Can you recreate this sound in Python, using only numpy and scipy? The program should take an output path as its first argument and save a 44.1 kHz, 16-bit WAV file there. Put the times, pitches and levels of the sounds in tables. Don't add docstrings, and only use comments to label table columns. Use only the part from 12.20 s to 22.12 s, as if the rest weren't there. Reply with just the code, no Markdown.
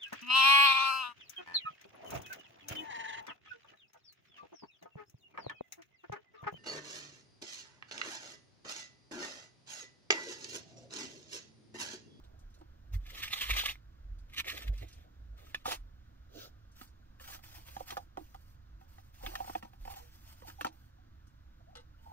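import sys
import numpy as np
from scipy import signal
from scipy.fft import rfft, irfft
from scipy.io import wavfile
from scipy.ndimage import uniform_filter1d

SR = 44100
rng = np.random.default_rng(int(sys.argv[2]) if len(sys.argv) > 2 else 0)


def elevation(decibels):
    levels = np.asarray(decibels, float)
    return 10 ** (levels / 20)


def generate_wav(signal):
    frames = np.transpose(np.atleast_2d(signal))
    scaled = np.clip(frames, -1, 1) * 32767
    pcm = np.round(scaled).astype(np.int16)
    wavfile.write(sys.argv[1], SR, pcm)


N = 437472
HZ = np.fft.rfftfreq(N, 1 / SR)

# (frequency [Hz], level [dB per Hz])
ROOM_SPECTRUM = [(20, -3.5), (30, -2), (40, -3.5), (65, 2.5), (125, -8.5), (150, -16.5), (330, -23),
                 (390, -38), (520, -33.5), (850, -37), (1500, -29.5), (2200, -39.5), (6900, -49.5),
                 (8400, -60.5), (11500, -58.5), (12400, -53.5), (15500, -49)]
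# (start [s], swell [s], hold [s], level [dB],
# drift [dB])
CLOTH_MOVES = [
    (0, 0.0085, 7.4, -83.5, -5),
    (0, 0.037, 0.19, -77, -3),
    (.33, 0.066, 0.035, -76.5, 0),
    (.78, 0.13, 0.193, -70, -11),
    (2.235, 0.034, 0.013, -53.5, -5),
    (2.3, .03, .2, -66, 1),
    (2.7, 0.041, 0.29, -73.5, -16),
    (2.6, 0.024, 0.011, -58, -3),
    (3.13, 0.064, 0.091, -66.5, -9),
    (4.09, 0.068, 0.11, -60, -3),
]
# (time [s], peak level [dB], centre [Hz])
DUST_TICKS = [(0.038, -70.5, 3300), (0.189, -71.5, 6300), (0.301, -80, 5500), (.34, -69.5, 5000),
              (0.384, -78, 6400), (1.984, -72.5, 4700), (2.576, -63, 5500), (2.682, -64, 5240),
              (2.727, -63, 5100), (2.808, -99, 5610), (4.515, -73.5, 6000), (4.673, -70.5, 5000),
              (9.067, -74, 6200)]
# (peak time [s], level [dB], floor pitch [Hz], heel level [dB])
FOOTFALLS = [(.254, -47, 32.5, -58), (0.756, -29, 47.9, -31.5), (0.887, -44, 38.1, -51.5),
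             (1.32, -30.5, 50, -45), (1.495, -50, 37.1, -50.5), (1.86, -44, 42.7, -69),
             (1.92, -37, 41.65, -47), (2.03, -45.5, 39, -50), (2.498, -27, 50.55, -42),
             (2.628, -43, 53.3, -43), (3.023, -47.5, 57.6, -62), (3.115, -44, 52.4, -53),
             (3.608, -42.5, 40.7, -52.5), (6.549, -50.5, 50.5, -63.5), (7.055, -41.5, 38, -55),
             (7.13, -53, 36.7, -70), (7.631, -43, 36, -65.5)]
# (frequency [Hz], level [dB], t60 [s])
TRAY_MODES = [(209, 2, 0.14), (327, 0.5, 0.15), (525, 1, 0.055), (714.5, -6.5, 0.067), (788, -0.5, 0.043),
              (948, -3.5, 0.06), (1210, -6.5, 0.1), (1373, -1, 0.026), (1798, -4, 0.061),
              (2290, -4.5, 0.029), (2594, -10, 0.16), (3036, -8.5, 0.1), (3480, -6.5, 0.031)]
# (time [s], low ring [dB], high ring [dB], centre of high ring [Hz], centre of low ring [Hz])
FIRST_KNOCKS = [(0.411, -51, -67.5, 1140, 700), (3.345, -74, -42, 2590, 900),
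                (3.456, -27, -43.5, 1140, 910), (3.478, -31, -59, 1730, 616), (3.52, -60, -42, 2650, 800),
                (4.613, -51.5, -56.5, 1670, 800), (4.998, -58, -59, 2280, 800),
                (5.237, -60, -62, 1710, 800), (5.565, -35, -52.5, 1780, 800),
                (5.604, -35.5, -60, 1120, 637), (5.704, -64, -47, 1390, 800),
                (5.706, -62, -49.5, 3020, 800), (5.722, -38.5, -54, 1480, 780),
                (5.769, -28, -44.5, 1200, 736), (5.972, -32, -52.5, 1260, 705),
                (6.145, -44.5, -57, 1460, 795), (6.612, -52.5, -70, 1160, 780),
                (6.783, -50, -64, 1144, 804)]
# (time [s], low ring [dB], high ring [dB], centre of high ring [Hz], centre of low ring [Hz])
LATER_KNOCKS = [(7.035, -37.5, -57, 1800, 540), (7.063, -41, -48, 1290, 775), (7.063, -62, -46, 3000, 780),
                (7.116, -45, -60, 1120, 790), (7.154, -37.5, -43.5, 1800, 790),
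                (7.155, -64, -52, 3400, 790), (7.202, -30, -55.5, 1400, 790),
                (7.243, -39.5, -58, 1400, 785), (7.275, -38, -58, 1570, 785),
                (7.296, -35, -53.5, 1140, 780), (7.351, -26.5, -48, 1840, 774),
                (7.426, -41, -53.5, 1660, 775), (7.448, -40, -64, 1070, 766),
                (7.533, -54.5, -68.5, 1532, 785), (7.651, -40, -59, 2290, 790),
                (7.674, -35, -56.5, 1243, 800), (7.738, -45.5, -57.5, 2700, 785),
                (8.221, -49, -63, 1210, 520), (8.282, -47, -61, 1790, 850), (8.41, -43, -38.5, 1400, 570),
                (8.447, -24.5, -37, 1310, 804), (8.463, -29.5, -49.5, 1110, 830)]
# (time [s], low ring [dB], high ring [dB], centre of high ring [Hz], centre of low ring [Hz])
PAW_PATS = [(5.005, -50.5, -67, 2300, 540), (5.044, -62, -59.5, 2300, 785), (5.08, -54, -67, 1800, 785),
            (5.1, -51, -60, 1200, 930), (5.125, -56, -56, 1800, 700), (5.146, -53, -55.5, 1300, 930),
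            (5.19, -57, -64, 1300, 785), (5.38, -52, -78, 1300, 785), (5.485, -58, -61, 2540, 560),
            (7.711, -54, -61, 2300, 785), (7.945, -70, -77, 1800, 760), (8.3, -52, -57, 1800, 860)]
# (level after a -40 dB ring [dB], growth [dB per dB])
BOOM_LAW = (-62, 0.54)
PUFF_LAW = (-44, 1)
RUB_LAW = (-69, .7)
# (time [s], boom level [dB], pitch [Hz], t60 [s])
LANDINGS = [(.412, -62.5, 323, 0.15), (3.459, -54, 275, 0.046), (3.476, -47, 310, 0.048),
            (4.169, -55, 296, 0.044), (4.613, -56, 256, 0.076), (5.566, -47, 210, 0.039),
            (5.606, -61, 330, 0.066), (5.722, -49.5, 304, 0.037), (5.775, -56, 232, 0.041),
            (5.8, -67.5, 333, 0.32), (5.977, -49, 332, 0.093), (6.011, -55, 312, .06),
            (7.035, -56, 298, 0.049), (7.067, -49, 280, 0.048), (7.08, -56.5, 331, 0.16),
            (7.297, -44.5, 305, 0.024), (7.354, -50, 314, 0.036), (7.43, -54.5, 207, 0.066),
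            (8.224, -68, 180, 0.047), (8.281, -64.5, 317, 0.21), (8.416, -54, 284, 0.079),
            (8.45, -39, 272, 0.028), (8.47, -63.5, 332, 0.18)]
# (start [s], swell [s], hold [s], level [dB], drift [dB])
TIN_SLIDES = [
    (5.66, .02, 0.11, -68, 6),
    (4.99, .02, 0.16, -76.5, 10),
    (6.99, 0.024, 0.092, -58.5, -2),
    (7.12, 0.017, 0.1, -55, -9),
    (7.68, 0.016, 0.11, -58, -6.5),
    (9.84, 0.026, .05, -67, 1.5),
]
# (start
# [s], swell [s], hold [s], level [dB], drift [dB])
DUST_MOVES = [(.715, 0.017, 0.0076, -62, 0.5), (3.15, 0.032, 0.12, -77, 5.5),
              (4.54, 0.025, 0.06, -69.5, 11.5), (4.985, 0.027, 0.047, -58, -0.5),
              (5.06, 0.019, 0.073, -54, 0), (5.215, 0.025, 0.012, -59, -4), (5.24, 0.026, .09, -66, 2.5),
              (5.32, .03, 0.018, -63, -5), (5.36, 0.023, 0.085, -70.5, -.6), (5.44, 0.036, 0.13, -62, -2),
              (5.6, 0.023, .04, -70, -2.5), (5.655, 0.026, 0.096, -54, -11.5),
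              (5.78, .021, .06, -73.5, -10), (5.96, 0.028, 0.34, -73, -6),
              (6.58, 0.028, .03, -79, -.6), (6.67, 0.016, 0.12, -75, 0.5), (6.82, 0.025, 0.064, -75, -6),
              (6.92, 0.025, 0.054, -67, -4), (6.985, 0.047, 0.35, -58.5, -4.5),
              (7.25, 0.015, 0.021, -65, -.6), (7.41, .021, 0.057, -73.5, -5), (7.5, .03, 0.078, -81, -3),
              (7.58, .03, .04, -69.5, -4), (7.63, 0.026, 0.056, -66.5, -1.5),
              (7.68, 0.024, 0.019, -58, -1.5), (7.73, 0.032, 0.028, -62, 0.5),
              (7.79, .021, 0.12, -71, -2.5), (7.91, 0.034, 0.12, -69, -3.5), (8.02, 0.057, .05, -65.5, 1),
              (8.13, 0.024, 0.088, -74.5, 3.5), (8.239, 0.038, 0.0072, -56.5, 5),
              (8.3, .021, 0.1, -76, 7.5), (8.395, .011, .04, -70, -3), (8.51, 0.017, 0.16, -76, -7),
              (9.74, 0.1, 0.1, -76, -4)]
# (frequency [Hz], level [dB per Hz])
DUST_COLOUR = [(300, -45), (530, -7), (900, -4.5), (1500, -2.5), (2100, -3.5), (2900, -4), (3800, -8.5),
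               (4600, -6), (8000, -10), (10300, -14), (13500, -3.5), (16000, -3)]
# (time [s], peak level [dB], squeak
# [Hz])
CLAW_STROKES = [(0.7275, -61, 1900), (0.742, -41, 2040), (0.858, -41.5, 2260), (0.896, -36.5, 2090),
                (0.947, -35.5, 2900), (0.9883, -43, 2130), (1.027, -23.5, 2040), (1.043, -30.5, 3200),
                (1.073, -30, 2180), (1.104, -53, 2260), (1.127, -20.5, 3740), (1.1686, -30.5, 2200),
                (1.21, -19.5, 3230), (1.228, -25.5, 2900), (1.2694, -38, 1690), (1.288, -30.5, 3000),
                (1.302, -17.5, 2286), (1.3306, -24.5, 2300), (1.361, -21, 2300), (1.377, -21, 3030),
                (1.389, -22.5, 3180), (1.4088, -25, 3400), (1.453, -20, 2914), (1.474, -34.5, 2000),
                (1.489, -28, 2900), (1.5, -45.5, 3700), (1.525, -52.5, 2900),
                (2.092, -51, 2490), (2.1341, -36.5, 2240), (2.175, -22, 2860), (2.191, -22, 2380),
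                 (2.246, -40, 2200), (2.272, -26, 2300), (2.292, -24, 2400), (2.313, -33.5, 1830),
                 (2.369, -28.5, 2430), (2.418, -36.5, 1870), (2.472, -35, 1920), (2.532, -45.5, 1930),
                 (2.574, -47, 2380), (2.621, -42, 2150)]
# (start [s], swell [s], hold [s], level [dB], drift [dB])
CLAW_DRAGS = [
    (.8, 0.19, 0.073, -50.5, -7),
    (1.095, 0.008, 0.41, -47.5, -1),
    (2.245, 0.032, 0.17, -54, -1.5),
    (2.5, 0.054, 0.28, -66.5, -7.5),
    (3.155, 0.021, 0.24, -69.5, -3.5),
]
# (frequency [Hz], level [dB per Hz])
CLAW_COLOUR = [(88, -53), (150, -20.5), (459, -22), (581, -18.5), (1000, -17.5), (1250, -5), (1490, -14.5),
               (1710, -3), (2210, -1.5), (3700, -6), (4570, -13.5), (7760, -17), (9820, -25), (15100, -11),
               (16400, -50.5)]
# (time [s], peak
# level [dB], pitch [Hz], t60 [s])
SHORT_RINGS = [(1.0314, -36, 2180, .015), (1.1347, -29, 3600, .015), (1.2988, -23, 2400, .004),
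               (1.353, -34, 1500, .005), (1.437, -39, 900, .012), (1.4969, -32, 3100, .015),
               (1.5557, -44, 2100, .01), (2.203, -29, 2500, .012), (2.2449, -41, 2200, .012),
               (3.187, -60, 1250, .04), (3.268, -60, 1250, .04), (3.346, -29, 1750, .035),
               (3.3465, -36, 3450, .03), (1.392, -30, 3200, .015), (1.31, -30, 2280, .03),
               (8.612, -67, 1600, .07), (8.785, -66, 750, .13), (9.07, -67, 1500, .05)]
# (time [s], level [dB], start [Hz], end [Hz], length [s])
GLIDES = [(7.76, -68.5, 470, 491, 0.15), (8.222, -60, 1300, 560, 0.05), (8.262, -56, 830, 980, 0.047),
          (8.381, -54, 790, 810, 0.029), (9.401, -62.5, 765, 600, 0.02), (9.462, -62, 585.5, 870, 0.062),
          (9.514, -63, 960, 490, 0.0414), (9.775, -75, 2900, 2950, .04), (1.472, -35, 1750, 4100, .04),
          (9.736, -69, 1340, 1430, 0.0279), (7.77, -66, 1100, 910, .06), (9.854, -60.5, 1100, 580, 0.024),
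          (9.785, -67, 887, 930, 0.21), (9.865, -65.5, 630, 814, 0.031)]
# (start [s], swell [s], hold [s], level [dB], drift [dB])
SKID_MOVES = [(3.442, 0.021, 0.065, -44.5, 4.5)]
# (frequency [Hz], level [dB per Hz])
SKID_SPECTRUM = [(210, -45), (350, -13.5), (779, -1.5), (885, -2.5), (1300, -3.5), (1520, -5.5),
                 (2630, -4.5), (8570, -16), (16000, -14.5)]
# (start [s], swell [s], hold [s], level [dB], drift [dB])
TAIL_MOVES = [(4.09, 0.1, 0.066, -58, -1.1)]
# (frequency [Hz], level [dB per Hz])
TAIL_SPECTRUM = [(530, -51), (900, -31), (1310, -0.5), (1850, -14), (3470, -5), (6720, -9.5), (9200, -27),
                 (12600, -14.5), (16000, -6)]
# (time [s], level [dB], clatter [dB])
PEN_TAP = (9.553, -49, -55.5)
# (frequency [Hz], level [dB], t60 [s])
PEN_TAP_MODES = [(488, 2.5, 0.12), (860, -3, 0.14), (1305, -1, 0.1), (1570, 1, 0.11), (2040, -4, 0.11),
                 (2880, -0.5, 0.11), (3300, -7, 0.07), (4040, -4, 0.09), (4250, -6, 0.089),
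                 (5000, -23, .08)]
# (frequency [Hz], likeness [0-1])
PORT_LIKENESS = [(60, .97), (150, .97), (350, .8), (700, .94), (1400, .62), (3000, .84), (6000, .36),
                 (14000, .28)]
# (frequency [Hz], phase [rad])
PORT_LEAD = [(20, .1), (125, .35), (350, 1.3), (700, 2.2), (950, 2.6), (1380, 1.7), (1700, .95), (2580, 1),
             (3900, 2.75), (4400, 2.3), (6100, 3.5), (8600, 3.9), (10000, 3.2), (12000, 5.5), (15000, 7.2)]
# (frequency [Hz], left minus right [dB])
PORT_TILT = [(40, -2.1), (125, -3.3), (300, -6), (750, -3.5), (1400, 1.2), (2800, -2), (5600, -.5),
             (9500, 3.5), (14000, -.8)]


def evened(x):
    return x / np.sqrt(np.mean(x ** 2) + 1e-20)


def read(points, hz):
    f, value = np.transpose(points)
    return np.interp(np.log(hz + 1), np.log(f + 1), value)


def add(mix, s, sound):
    part = mix[round(s * SR):][:len(sound)]
    part += sound[:len(part)]


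def smoothed(x, size):
    return uniform_filter1d(uniform_filter1d(x, size), size)


def coloured(x, spectrum, lo_hz, hi_hz):
    z = rfft(x) * elevation(read(spectrum, HZ))
    in_band = z[(HZ > lo_hz) & (HZ < hi_hz)]
    return irfft(z, N) / np.sqrt(2 * np.sum(abs(in_band) ** 2)) * N


def grit(per_s, spread_db, smooth):
    happens = rng.random(N) < per_s / SR
    size = elevation(spread_db * np.minimum(rng.exponential(1, N), 4)) * happens
    return smooth * rng.standard_normal(N) + evened(size * rng.standard_normal(N))


def flutter(per_s, depth_db):
    return elevation(depth_db * evened(smoothed(rng.standard_normal(N), int(SR / per_s))))


def spurts(per_s, depth, t60):
    kicks = rng.exponential(1, N) * (rng.random(N) < per_s / SR)
    return 1 + depth * signal.lfilter([1], [1, -elevation(-60 / t60 / SR)], kicks)


def moves(rows):
    out = np.zeros(N)
    for s, swell, hold, db, drift_db in rows:
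        t = np.arange(0, swell + hold + 0.18, 1 / SR) - swell
        shape_db = 28 * np.minimum(t / swell, 0)
        shape_db += drift_db * np.clip(t / hold, 0, 1)
        shape_db -= 476 * np.maximum(t - hold, 0)
        soft_start = np.minimum((t + swell) / 0.0038, 1)
        add(out, s, elevation(db + shape_db) * soft_start)
    return out


def ring(modes, rise, spread, count=3):
    t = np.arange(SR // 6)[:, None] / SR
    hz, db, t60 = np.repeat(modes, count, 0).T
    hz = hz * (1 + spread * rng.standard_normal(len(hz)))
    waves = np.sin(2 * np.pi * (hz * t + rng.random(len(hz))))
    body = (elevation(db - 60 * t / t60) * waves).sum(1)
    return body * (1 - np.exp(-t[:, 0] / rise)) / np.sqrt(np.sum(elevation(db) ** 2) / 2)


def follows(law, ring_db):
    return law[0] + law[1] * (ring_db + 40)


def room():
    rumble = coloured(rng.standard_normal(N), ROOM_SPECTRUM, 21, 16000) * flutter(42.0, 0.18)
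    drone = np.sin(2 * np.pi * 49.0 * np.arange(N) / SR)
    return elevation(-57.5) * rumble + elevation(-74.5) * drone


def cloth():
    band = signal.butter(5, [220, 700], "band", fs=SR, output="sos")
    rustle = evened(signal.sosfilt(band, grit(900, 3.2, 0.9)))
    return rustle * moves(CLOTH_MOVES) * flutter(40, 2.2)


def dust_ticks():
    out, t = np.zeros(N), np.arange(SR // 8) / SR
    for s, db, hz in DUST_TICKS:
        puff = evened(signal.lfilter(*signal.iirpeak(hz, 1.8, SR), rng.standard_normal(len(t))))
        add(out, s, elevation(db - 60 * t / 0.13) * (1 - np.exp(-t / 0.00086)) * puff)
    return out


def steps():
    out, t = np.zeros(N), np.arange(-.15, .3, 1 / SR)
    rise_db_per_s, fall_db_per_s = 371, 198
    swell = elevation(rise_db_per_s * np.minimum(t, 0) - fall_db_per_s * np.maximum(t, 0))
    slack = 1 - 0.102 * np.tanh(t / 0.063)
    for s, db, hz, heel_db in FOOTFALLS:
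        swing = 2 * np.pi * hz * np.cumsum(slack) / SR
        boards = elevation(db) * np.sin(swing)
        heel = elevation(heel_db - 245 * abs(t)) * np.sin(1.85 * swing)
        add(out, s + t[0], np.sqrt(2) * swell * (boards + heel))
    return out


def clatter_noise():
    band = signal.butter(2, [600, 5000], "band", fs=SR, output="sos")
    return evened(signal.sosfilt(band, grit(2600, 4.5, 0.34)))


def knocks():
    out, puff, clatter = np.zeros((3, N))
    t = np.arange(SR // 8) / SR
    ring_t = np.arange(SR // 6) / SR
    rings_on, stilled_s = .22, .0115
    stilled = rings_on + (1 - rings_on) * np.exp(-(ring_t / stilled_s) ** 3)
    high_ring_share = .45
    hz, usual_db, t60 = np.transpose(TRAY_MODES)
    for s, low_db, high_db, centre_hz, low_hz in FIRST_KNOCKS + LATER_KNOCKS + PAW_PATS:
        boom_db = follows(BOOM_LAW, max(low_db, high_db))
        puff_db = follows(PUFF_LAW, high_db)
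        db = usual_db + 1.05 * rng.standard_normal(len(hz))
        db[2:6] -= 27.0 * abs(np.log2(hz[2:6] / low_hz))
        db[6:] -= 10.0 * abs(np.log2(hz[6:] / centre_hz))
        modes = np.transpose([hz, db, t60])
        low_ring = ring(modes[2:6] * [1, 1, 2], 0.0025, 0.011, count=1)
        high_ring = ring(modes[6:] * [1, 1, high_ring_share], 0.00044, 0.0513, count=4)
        add(out, s, elevation(boom_db) * ring(modes[:2], 0.00057, 0.04))
        add(out, s, elevation(low_db - 6.5) * stilled * low_ring)
        add(out, s, elevation(high_db + 9.5) * high_ring)
        rattle = elevation(high_db - 9.5 - 60 * t / 0.094)
        tick = elevation(high_db - 11.0 - 60 * t / 0.0042)
        add(clatter, s, rattle + tick)
        add(puff, s, elevation(puff_db - 7.5 - 60 * t / 0.02))
    jumping_dust = coloured(grit(4900, 1.0, 0.16), DUST_COLOUR, 4000, 12000)
    return out + clatter * clatter_noise() + puff * jumping_dust


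def tin_rub():
    after_knocks, t = np.zeros(N), np.arange(SR // 4) / SR
    for s, low_db, *_ in FIRST_KNOCKS + LATER_KNOCKS:
        add(after_knocks, s, elevation(follows(RUB_LAW, low_db) - 60 * t / 0.21))
    grains = grit(900, 2.4, 0.87) * (after_knocks + moves(TIN_SLIDES))
    tin = ring(TRAY_MODES[4:5], 0.00026, 0.008, count=2)
    return elevation(-25.5) * signal.oaconvolve(grains, tin)[:N]


def landings():
    out = np.zeros(N)
    for s, db, hz, t60 in LANDINGS:
        add(out, s, elevation(db + 4.0) * ring([(hz, 0, t60)], 0.00087, 0.043, count=2))
    return out


def dust():
    hiss = coloured(grit(9000, 2.8, 1.0), DUST_COLOUR, 2700, 16300)
    return hiss * moves(DUST_MOVES) * spurts(29, 0.18, 0.096) * flutter(65, 1.2)


def claws():
    scrape = coloured(grit(7000, 2.16, 0.53), CLAW_COLOUR, 980, 6700)
    out = moves(CLAW_DRAGS) * flutter(76.15, 1.3) * scrape
    t, swell_s = np.arange(SR // 6) / SR, .0125
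    away = t / swell_s - 3
    fade_db = np.where(away < 0, 11, 13)
    swell = elevation(-fade_db * abs(away) ** 1.11)
    for s, db, hz in CLAW_STROKES:
        piece = scrape[round(s * SR):][:len(t)]
        squeak = evened(signal.lfilter(*signal.iirpeak(hz, 6.0, SR), piece))
        add(out, s - 2.3 * swell_s, elevation(db - 17.0) * swell * (piece + .5 * squeak))
    return out


def short_rings():
    out, t = np.zeros(N), np.arange(SR // 8) / SR
    for s, db, hz, t60 in SHORT_RINGS:
        add(out, s, elevation(db - 60 * t / t60) * np.sin(2 * np.pi * hz * t))
    return out


def grunts():
    out = np.zeros(N)
    for s, db, from_hz, to_hz, length in GLIDES:
        hz = np.geomspace(from_hz, to_hz, round(length * SR))
        rough = 1 + 0.33 * evened(uniform_filter1d(rng.standard_normal(len(hz)), size=150))
        tone = np.sin(2 * np.pi * np.cumsum(hz) / SR)
        add(out, s, elevation(db) * np.hanning(len(hz)) * rough * tone)
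    return out


def skid():
    hiss = coloured(grit(6000, 2.0, 0.89), SKID_SPECTRUM, 400, 15000)
    return hiss * moves(SKID_MOVES) * flutter(65, 2.4)


def tail_sweep():
    hiss = coloured(grit(9000, 1.5, 2.1), TAIL_SPECTRUM, 900, 13800)
    return hiss * moves(TAIL_MOVES) * flutter(40, 1.5)


def pen_tap():
    out, clatter = np.zeros((2, N))
    t = np.arange(SR // 8) / SR
    s, db, clatter_db = PEN_TAP
    tap = elevation(db) * ring(PEN_TAP_MODES, 0.0017, 0.0336, count=4)
    add(out, s, tap)
    add(out, s + .021, elevation(-3) * tap)
    add(clatter, s, elevation(clatter_db - 60 * t / 0.16))
    return out + clatter * clatter_noise()


def ports(x, wall_t60):
    same = np.clip(read(PORT_LIKENESS, HZ), 0, 1)
    turn = read(PORT_LEAD, HZ)
    z = rfft(x) / np.sqrt((1 + same * np.cos(turn)) / 2)
    t = np.arange(SR // 8) / SR
    walls = rng.standard_normal((6, 2, len(t))) * elevation(-60 * t / wall_t60)
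    shares = smoothed(rng.standard_normal((6, N)), 1200)
    shares = shares / np.linalg.norm(shares, axis=0)
    stray = irfft(np.sqrt(1 - same) * z, N)
    echoes = 0
    for share, wall in zip(shares, walls):
        echoes = echoes + rfft(stray * share) * rfft(wall / np.linalg.norm(wall[0]), N)
    side = np.array([[.5], [-.5]])
    direct = np.sqrt(same) * np.exp(1j * side * turn) * z
    return irfft((direct + echoes) * elevation(side * read(PORT_TILT, HZ)), N)


def scene():
    tray = knocks() + tin_rub() + landings() + dust() + skid() + tail_sweep()
    corner = cloth() + dust_ticks() + claws() + short_rings() + grunts() + pen_tap()
    near = ports(tray + corner, 0.033)
    return near + ports(room(), 1.0) + steps() * elevation([[-1.1], [.9]])


def top_cut(x):
    return signal.sosfilt(signal.butter(12, 16510, fs=SR, output="sos"), x)


def record(dry):
    edge = signal.firwin(301, 15660, window=("kaiser", 8), fs=SR)
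    mix = signal.oaconvolve(dry, edge[None], "same")
    return top_cut(mix)


dry = scene()
out = record(dry)
generate_wav(out)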